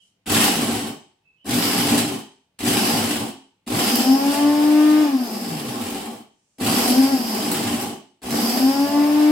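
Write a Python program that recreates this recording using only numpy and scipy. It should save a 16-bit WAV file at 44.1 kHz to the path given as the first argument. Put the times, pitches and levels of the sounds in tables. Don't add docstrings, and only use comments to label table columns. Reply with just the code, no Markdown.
import sys
import numpy as np
from scipy import signal
from scipy.fft import rfft, irfft
from scipy.io import wavfile
from scipy.ndimage import uniform_filter1d

SR = 44100
rng = np.random.default_rng(int(sys.argv[2]) if len(sys.argv) > 2 else 0)


def digitize_waveform(pressure):
    field = np.atleast_2d(pressure).T
    bounded = np.clip(field, -1, 1)
    quanta = np.round(bounded * 32767).astype(np.int16)
    wavfile.write(sys.argv[1], SR, quanta)


N = 410571
TIME = np.arange(N) / SR
IR_SAMPLES = 32768
IR_TIME, IR_HZ = TIME[:IR_SAMPLES], np.fft.rfftfreq(IR_SAMPLES, 1 / SR)
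LEFT_RIGHT = np.array([[1], [-1]])


def amp(db):
    return 10 ** (np.asarray(db) / 20)


def on_log(points, hz):
    f, value = np.transpose(points)
    return np.interp(np.log(hz + 1), np.log(f), value)


def colour(x, points, band_hz=(20, 16000)):
    gain = amp(on_log(points, IR_HZ))
    gain /= np.sqrt(np.mean(gain ** 2 * (IR_HZ > band_hz[0]) * (IR_HZ < band_hz[1])))
    cepstrum = irfft(np.log(gain))
    cepstrum[1:IR_SAMPLES // 2] *= 2
    cepstrum[IR_SAMPLES // 2:] = 0
    return signal.fftconvolve(x / x.std(), irfft(np.exp(rfft(cepstrum))))[:N]


def resonance(hz, width_hz):
    tone = irfft(rfft(rng.standard_normal(IR_SAMPLES)) / (1 + (2 * (IR_HZ - hz) / width_hz) ** 4))
    return tone / tone.std()


def impacts(per_s, spread_db):
    size = amp(spread_db * np.minimum(rng.exponential(size=N), 5))
    return (rng.random(N) < per_s / SR) * size * rng.choice([-1, 1], N)


def wander(step_s, count):
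    knots = np.arange(0, N / SR + step_s, step_s)
    return np.array([np.interp(TIME, knots, row) for row in rng.standard_normal((len(knots), count)).T])


# frequency in Hz, relative level in dB.
ROOM_TONE_SPECTRUM = [(25, -17.5), (60, -5), (200, -3), (320, -8), (500, -11), (1500, -20.5), (3000, -19),
                      (6000, -28), (16000, -38)]

def room_tone(gain_db=-74):
    return amp(gain_db) * colour(rng.standard_normal(N), ROOM_TONE_SPECTRUM)


# start in seconds, length in seconds, centre in Hz, width in Hz, level in dB.
SQUEAKS_AND_RUSTLES = [(-0.03, 0.08, 3030, 375, -59), (-0.03, 0.13, 6890, 7000, -69), (1.23, 0.1, 2610, 148.2, -64),
                       (1.368, 0.22, 2970, 300, -60), (6.251, 0.55, 6980, 4900, -74.5)]

def squeaks():
    out = np.zeros(N)
    for start_s, length_s, hz, width_hz, db in SQUEAKS_AND_RUSTLES:
        swell = np.sqrt(abs(np.sin(np.pi * np.clip((TIME - start_s) / length_s, 0, 1))))
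        out += amp(db) * np.resize(resonance(hz, width_hz), N) * swell
    return out


TOP_SPEED_HZ = 102.78
# switch on, switch off, blades at rest, run-up time constant and bite delay, all in seconds;
# then crack, thump, rattle and brush gains and their change while coasting, all in dB.
PRESSES = [ (0.258, 0.454, 0.95, 0.38, 0.02, -22, -24, -28, -40, 0.1),
           (1.444, 1.656, 2.213, 0.39, 0.032, -26, -27, -31, -29.5, 4.5),
           (2.586, 2.808, 3.304, 0.449, 0.05, -25, -26, -30.5, -29.5, 5),
           (3.663, 5.02, 6.225, 0.38, 0.04, -27.5, -30.5, -27, -28.5, -6),
           (6.582, 7.11, 7.97, 0.364, 0.015, -25.5, -26.5, -27.5, -28, -1.14),
           (8.216, 9.4, 10.2, 0.37, 0.12, -29, -30.5, -28.5, -28.5, 1), ]
CRACK_COL, THUMP_COL, RATTLE_COL, BRUSH_COL = 5, 6, 7, 8

def shaft_speed(leap_s=0.105, slow_share=0.428, drag_s=1.587, friction_hz_per_s=42.1, jam_s=0.376):
    speed = np.zeros(N)
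    friction_hz = friction_hz_per_s * drag_s
    for on, off, rest, run_up_s, *_ in PRESSES:
        held_s = np.clip(TIME, on, off) - on
        shortfall = (1 - slow_share) * np.exp(-held_s / leap_s) + slow_share * np.exp(-held_s / run_up_s)
        driven_hz = TOP_SPEED_HZ * (1 - shortfall)
        slowed_hz = (driven_hz + friction_hz) * np.exp(-np.maximum(TIME - off, 0) / drag_s) - friction_hz
        jam = np.clip((rest - TIME) / jam_s, 0, 1)
        speed += np.maximum(slowed_hz, 0) * jam
    return speed


def coasting(unload_s=0.092):
    return sum((TIME < rest) * np.clip((TIME - off) / unload_s, 0, 1) for _, off, rest, *_ in PRESSES)


def load(pace, column, power, clear_pace, clear_db, coast_db, rise_s=0.0023, jolt_pace=0.17, unbitten_db=-5):
    gain, free = np.zeros(N), coasting()
    for press in PRESSES:
        on, off, rest, _, bite_s = press[:5]
        span = slice(*np.searchsorted(TIME, [on, rest]))
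        t = TIME[span]
        db = press[column] + unbitten_db * (t < on + bite_s) + (coast_db + press[-1]) * free[span]
        rise = 1 - np.exp((on - t) / rise_s)
        gain[span] = amp(db) * rise * np.maximum(pace[span], jolt_pace * (t < off)) ** power
    flung = 1 / (1 + np.exp((clear_pace - pace) / 0.074))
    return gain * amp(clear_db * flung)


# centre in seconds, half length in seconds, crack boost in dB, thump and rattle boost in dB.
FOOD_CLUMPS = [(0.429, 0.046, 3.5, -0.5), (1.956, 0.078, 6, 4), (3.107, 0.059, 1, 0), (3.973, 0.05, 6, 0.5),
               (4.32, 0.082, 8.5, -0.5), (5.963, 0.22, 7.5, 2.5), (6.896, 0.041, 3.5, 2),
               (7.759, 0.15, 4, 2.5), (8.572, 0.054, 5.5, 1.5)]

def clumps():
    crack_db = knock_db = 0
    for centre_s, half_s, crack_boost_db, knock_boost_db in FOOD_CLUMPS:
        swell = np.exp(-((TIME - centre_s) / half_s) ** 2)
        crack_db += crack_boost_db * swell
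        knock_db += knock_boost_db * swell
    return amp(crack_db), amp(knock_db)


# frequency in Hz, relative level in dB.
CRACK_SPECTRUM = [(300, -11), (900, -0.5), (1300, 1.5), (2300, 2), (3050, 4), (3500, 1), (4800, 0),
                  (6600, -6), (7850, 1), (8700, -2), (9700, -1.5), (11700, -5), (13200, -9), (16000, -12.5)]

def cracks(pace, sweep, gain_db=-1):
    clicks = impacts(per_s=1300 * sweep, spread_db=4.0)
    gain = load(pace, CRACK_COL, power=0.61, clear_pace=0.78, clear_db=-17, coast_db=-6.5)
    return amp(gain_db) * gain * colour(clicks, CRACK_SPECTRUM, band_hz=(6500, 11000))


# centre in Hz, width in Hz, relative level in dB, T60 in seconds.
HOUSING_MODES = [(880, 100, -2.5, 0.62), (2650, 180, -9.5, .35), (3030, 330, 2, 0.4), (4060, 130, -21, .3),
                 (6200, 150, 0, 0.45), (7840, 960, -1, 0.46), (9650, 400, -9.5, 0.53)]

def housing_ring(strikes, gain_db=-52):
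    response = sum(amp(db + gain_db) * resonance(hz, width_hz) * amp(-60 * IR_TIME / t60_s)
                   for hz, width_hz, db, t60_s in HOUSING_MODES)
    return signal.fftconvolve(strikes, response)[:N]


# frequency in Hz, relative level in dB.
THUMP_SPECTRUM = [(25, -59), (42, -23.5), (75, -26), (105, -2), (128, -5), (152, 3), (180, -4), (270, 4.5),
                  (400, -13), (800, -25), (2000, -48.5)]

def thumps(pace, sweep, gain_db=-1):
    clicks = impacts(per_s=420 * sweep, spread_db=0.3)
    gain = load(pace, THUMP_COL, power=0.43, clear_pace=0.65, clear_db=-18.5, coast_db=-7.5, rise_s=0.026)
    return amp(gain_db) * gain * colour(clicks, THUMP_SPECTRUM, band_hz=(90, 160))


# frequency in Hz, relative level in dB.
RATTLE_SPECTRUM = [(40, -60.5), (120, -27.5), (175, -15.5), (205, 10), (275, 7), (325, 0.5), (365, 2.5),
                   (455, -2.5), (550, -10), (700, -2.5), (820, 1.5), (930, -15.5), (1060, -5.5),
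                   (1300, -18.5), (3000, -28.5)]

def base_rattle(pace, gain_db=-1):
    clicks = impacts(per_s=1200, spread_db=2.5)
    gain = load(pace, RATTLE_COL, power=0.41, clear_pace=0.86, clear_db=-18.5, coast_db=-3, rise_s=0.012)
    return amp(gain_db) * gain * colour(clicks, RATTLE_SPECTRUM, band_hz=(330, 480))


# frequency in Hz, relative level in dB.
BRUSH_SPECTRUM = [(1500, -21), (3900, -22), (4750, 2.5), (5250, 0.5), (6200, -12.5), (9000, -14.5),
                  (11000, -14), (12100, -1.5), (13300, -15.5), (16000, -20.5)]

def brush_hiss(turn, brush_load, gain_db=3.5, flutter=0.65):
    rubbing = rng.standard_normal(N) * (1 + flutter * np.cos(turn))
    return amp(gain_db) * brush_load * colour(rubbing, BRUSH_SPECTRUM, band_hz=(4600, 5600))


# start in seconds, relative level in dB.
JAR_HITS = [(0.3179, -4), (0.4336, -4), (0.4412, -2), (0.5565, -10), (1.543, -8), (1.9847, -16.5),
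            (2.677, -4.5), (3.9549, -3.5), (5.256, -19.5), (5.8144, -17), (5.899, -17.5), (6.8771, -4),
            (7.347, -15), (7.5146, -4.5), (7.8108, -11.5), (8.3063, -10), (8.495, -9)]

def hard_hits(gain_db=-5, decay_s=0.0016):
    out = np.zeros(N)
    decay = np.exp(-IR_TIME[IR_TIME < 0.02] / decay_s)
    for start_s, db in JAR_HITS:
        start = int(start_s * SR)
        out[start:start + len(decay)] += amp(db + gain_db) * decay * rng.standard_normal(len(decay))
    return out


# multiple of the shaft rate, relative level in dB.
WHINE_ORDERS = [(1, -44), (2, -36.5), (4, -47.5), (5, -44.5), (7, -23.5), (8, -31.5), (10, -37.5),
                (11, -29), (12, -24.5), (15, -31), (18, -30), (21, -35), (24, -39.5), (27, -38.5),
                (30, -39.5)]
# frequency in Hz, housing's transmission of the commutator tone in dB.
COMMUTATOR_PATH = [(1500, 2.5), (2100, -10), (2700, -10.5), (3100, -53), (3600, -12)]

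def whine(speed, turn, brush_load, shaft_db=-12, commutator_db=-1, coast_db=-5, commutator_order=36):
    shaft = sum(amp(db) * np.sin(order * turn + rng.uniform(0, 2 * np.pi)) for order, db in WHINE_ORDERS)
    shaft *= amp(shaft_db + coast_db * coasting()) * (speed / TOP_SPEED_HZ) ** 2.2
    path_db = on_log(COMMUTATOR_PATH, commutator_order * speed)
    return shaft + amp(commutator_db + path_db) * brush_load * np.sin(commutator_order * turn)


# centre in Hz, half width in Hz, lift or dip in dB.
ROOM_MODES = [(210.2, 3.3, 5.8), (221, 2.5, -6), (245.9, 4.7, 6.9), (256.5, 1.8, -8), (265.3, 8.8, 14),
              (274.3, 1.3, -9), (281.8, 3.3, 9.8), (286.2, 1.1, -7), (291.7, 2.6, 8.3), (302.5, 8.6, 12.5)]
# frequency in Hz, base's radiation of the hum's overtones in dB.
OVERTONE_RADIATION = [(300, -40), (480, -38.5), (530, -37.5), (570, -30.5), (610, -36), (720, -32.5),
                      (790, -25.5), (880, -29.5), (915, -39.5)]

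def hum(speed, turn, gain_db=-26, wobble_db=4, coast_db=-2, overtone_coast_db=-7,
        full_pace=0.82, steady_pace=0.92, left_db=2, left_lead_s=0.00019):
    stereo_turn = turn + np.pi * speed * left_lead_s * LEFT_RIGHT
    pace, pitch_hz, free = speed / TOP_SPEED_HZ, 3 * speed, coasting()
    shaking = np.minimum(pace / full_pace, 1) ** 2
    tumbling = np.sqrt(np.clip(2 * (1 - pace / steady_pace), 0, 1))
    swing, slip = wander(0.025, count=2) * tumbling
    lift = amp(sum(db * np.exp(-((pitch_hz - hz) / half_hz) ** 2) for hz, half_hz, db in ROOM_MODES))
    lift = uniform_filter1d(lift, size=600)
    gain = amp(gain_db + wobble_db * swing + coast_db * free) * shaking * lift
    out = gain * np.sin(3 * stereo_turn + 0.5 * slip)
    for k in (2, 3):
        fade, drift = wander(0.045, count=4).reshape(2, 2, N)
        db = on_log(OVERTONE_RADIATION, k * pitch_hz) + overtone_coast_db * free + 2.5 * fade
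        out += shaking * pace ** 2 * amp(db) * np.sin(3 * k * stereo_turn + 0.45 * drift + 0.5 * slip)
    return np.sqrt(2) * out * amp(LEFT_RIGHT * left_db / 2)


# frequency in Hz, relative level in dB.
FAN_SPECTRUM = [(30, -47), (100, -22), (300, -6.5), (700, 5.5), (1300, -5.5), (2800, -4), (3500, -6.5),
                (5500, -12.5), (7000, -16.5), (15000, -16.5)]

def fan(pace, gain_db=-33):
    return amp(gain_db) * pace ** 6 * colour(rng.standard_normal(N), FAN_SPECTRUM)


# frequency in Hz, T60 in seconds.
ROOM_DECAY = [(100, 0.31), (300, 0.4), (1000, 0.38), (3000, 0.47), (5000, 0.45), (8000, 0.35),
              (12000, 0.21), (16000, 0.26)]

def reflections(x, early_db=-4, late_db=2.5, early_s=0.018, alike_hz=600):
    mid, side = rfft(rng.standard_normal((2, IR_SAMPLES)))
    width = 0.12 + 0.82 * IR_HZ ** 2 / (IR_HZ ** 2 + alike_hz ** 2)
    field = (mid + width * side * LEFT_RIGHT) / np.sqrt(1 + width ** 2)
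    response = amp(early_db) * irfft(field) * np.exp(-IR_TIME / early_s) / np.sqrt(early_s)
    bands = np.round(3 * np.log2(np.maximum(IR_HZ, 200))) / 3
    for band in np.unique(bands):
        tau_s = on_log(ROOM_DECAY, 2 ** band) / np.log(1000)
        response += amp(late_db) * irfft(field * (bands == band)) * np.exp(-IR_TIME / tau_s) / np.sqrt(tau_s)
    spectrum = rfft(response)
    spectrum /= np.sqrt(uniform_filter1d(abs(spectrum.mean(axis=0)) ** 2, size=60))
    response = irfft(spectrum)[:, :IR_SAMPLES * 3 // 4]
    return signal.oaconvolve(x[None], response, axes=1)[:, :N]


def kitchen(x, treble_direct_db=-9, treble_room_db=-1, bass_direct_db=-4, bass_room_db=-3, split_hz=600):
    bass, treble = (signal.sosfilt(signal.butter(3, split_hz, kind, fs=SR, output="sos"), x)
                    for kind in ("low", "high"))
    shares = wander(0.008, count=4)
    shares /= np.linalg.norm(shares, axis=0)
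    room = amp(treble_room_db) * sum(reflections(treble * share) for share in shares)
    room += amp(bass_room_db) * reflections(bass)
    return amp(treble_direct_db) * treble + amp(bass_direct_db) * bass + room


def scene(hum_room_db=-17, bunching=0.8):
    background = room_tone()
    speed = shaft_speed()
    pace = speed / TOP_SPEED_HZ
    turn = 2 * np.pi * np.cumsum(speed) / SR
    sweep = 1 + bunching * np.cos(2 * turn)
    crack_swell, knock_swell = clumps()
    brush_load = load(pace, BRUSH_COL, power=1.8, clear_pace=0.93, clear_db=-28, coast_db=-4)
    strikes = crack_swell * cracks(pace, sweep) + hard_hits()
    noise = strikes + housing_ring(strikes)
    noise += knock_swell * (thumps(pace, sweep) + base_rattle(pace))
    noise += brush_hiss(turn, brush_load) + fan(pace)
    tone = hum(speed, turn)
    echo = reflections(amp(hum_room_db) * tone[0] + whine(speed, turn, brush_load) + squeaks() + background)
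    return kitchen(noise) + tone + echo


def record(dry, top_hz=15850):
    return signal.sosfilt(signal.ellip(12, 0.1, 80, top_hz, fs=SR, output="sos"), dry)


dry = scene()
out = record(dry)
digitize_waveform(out)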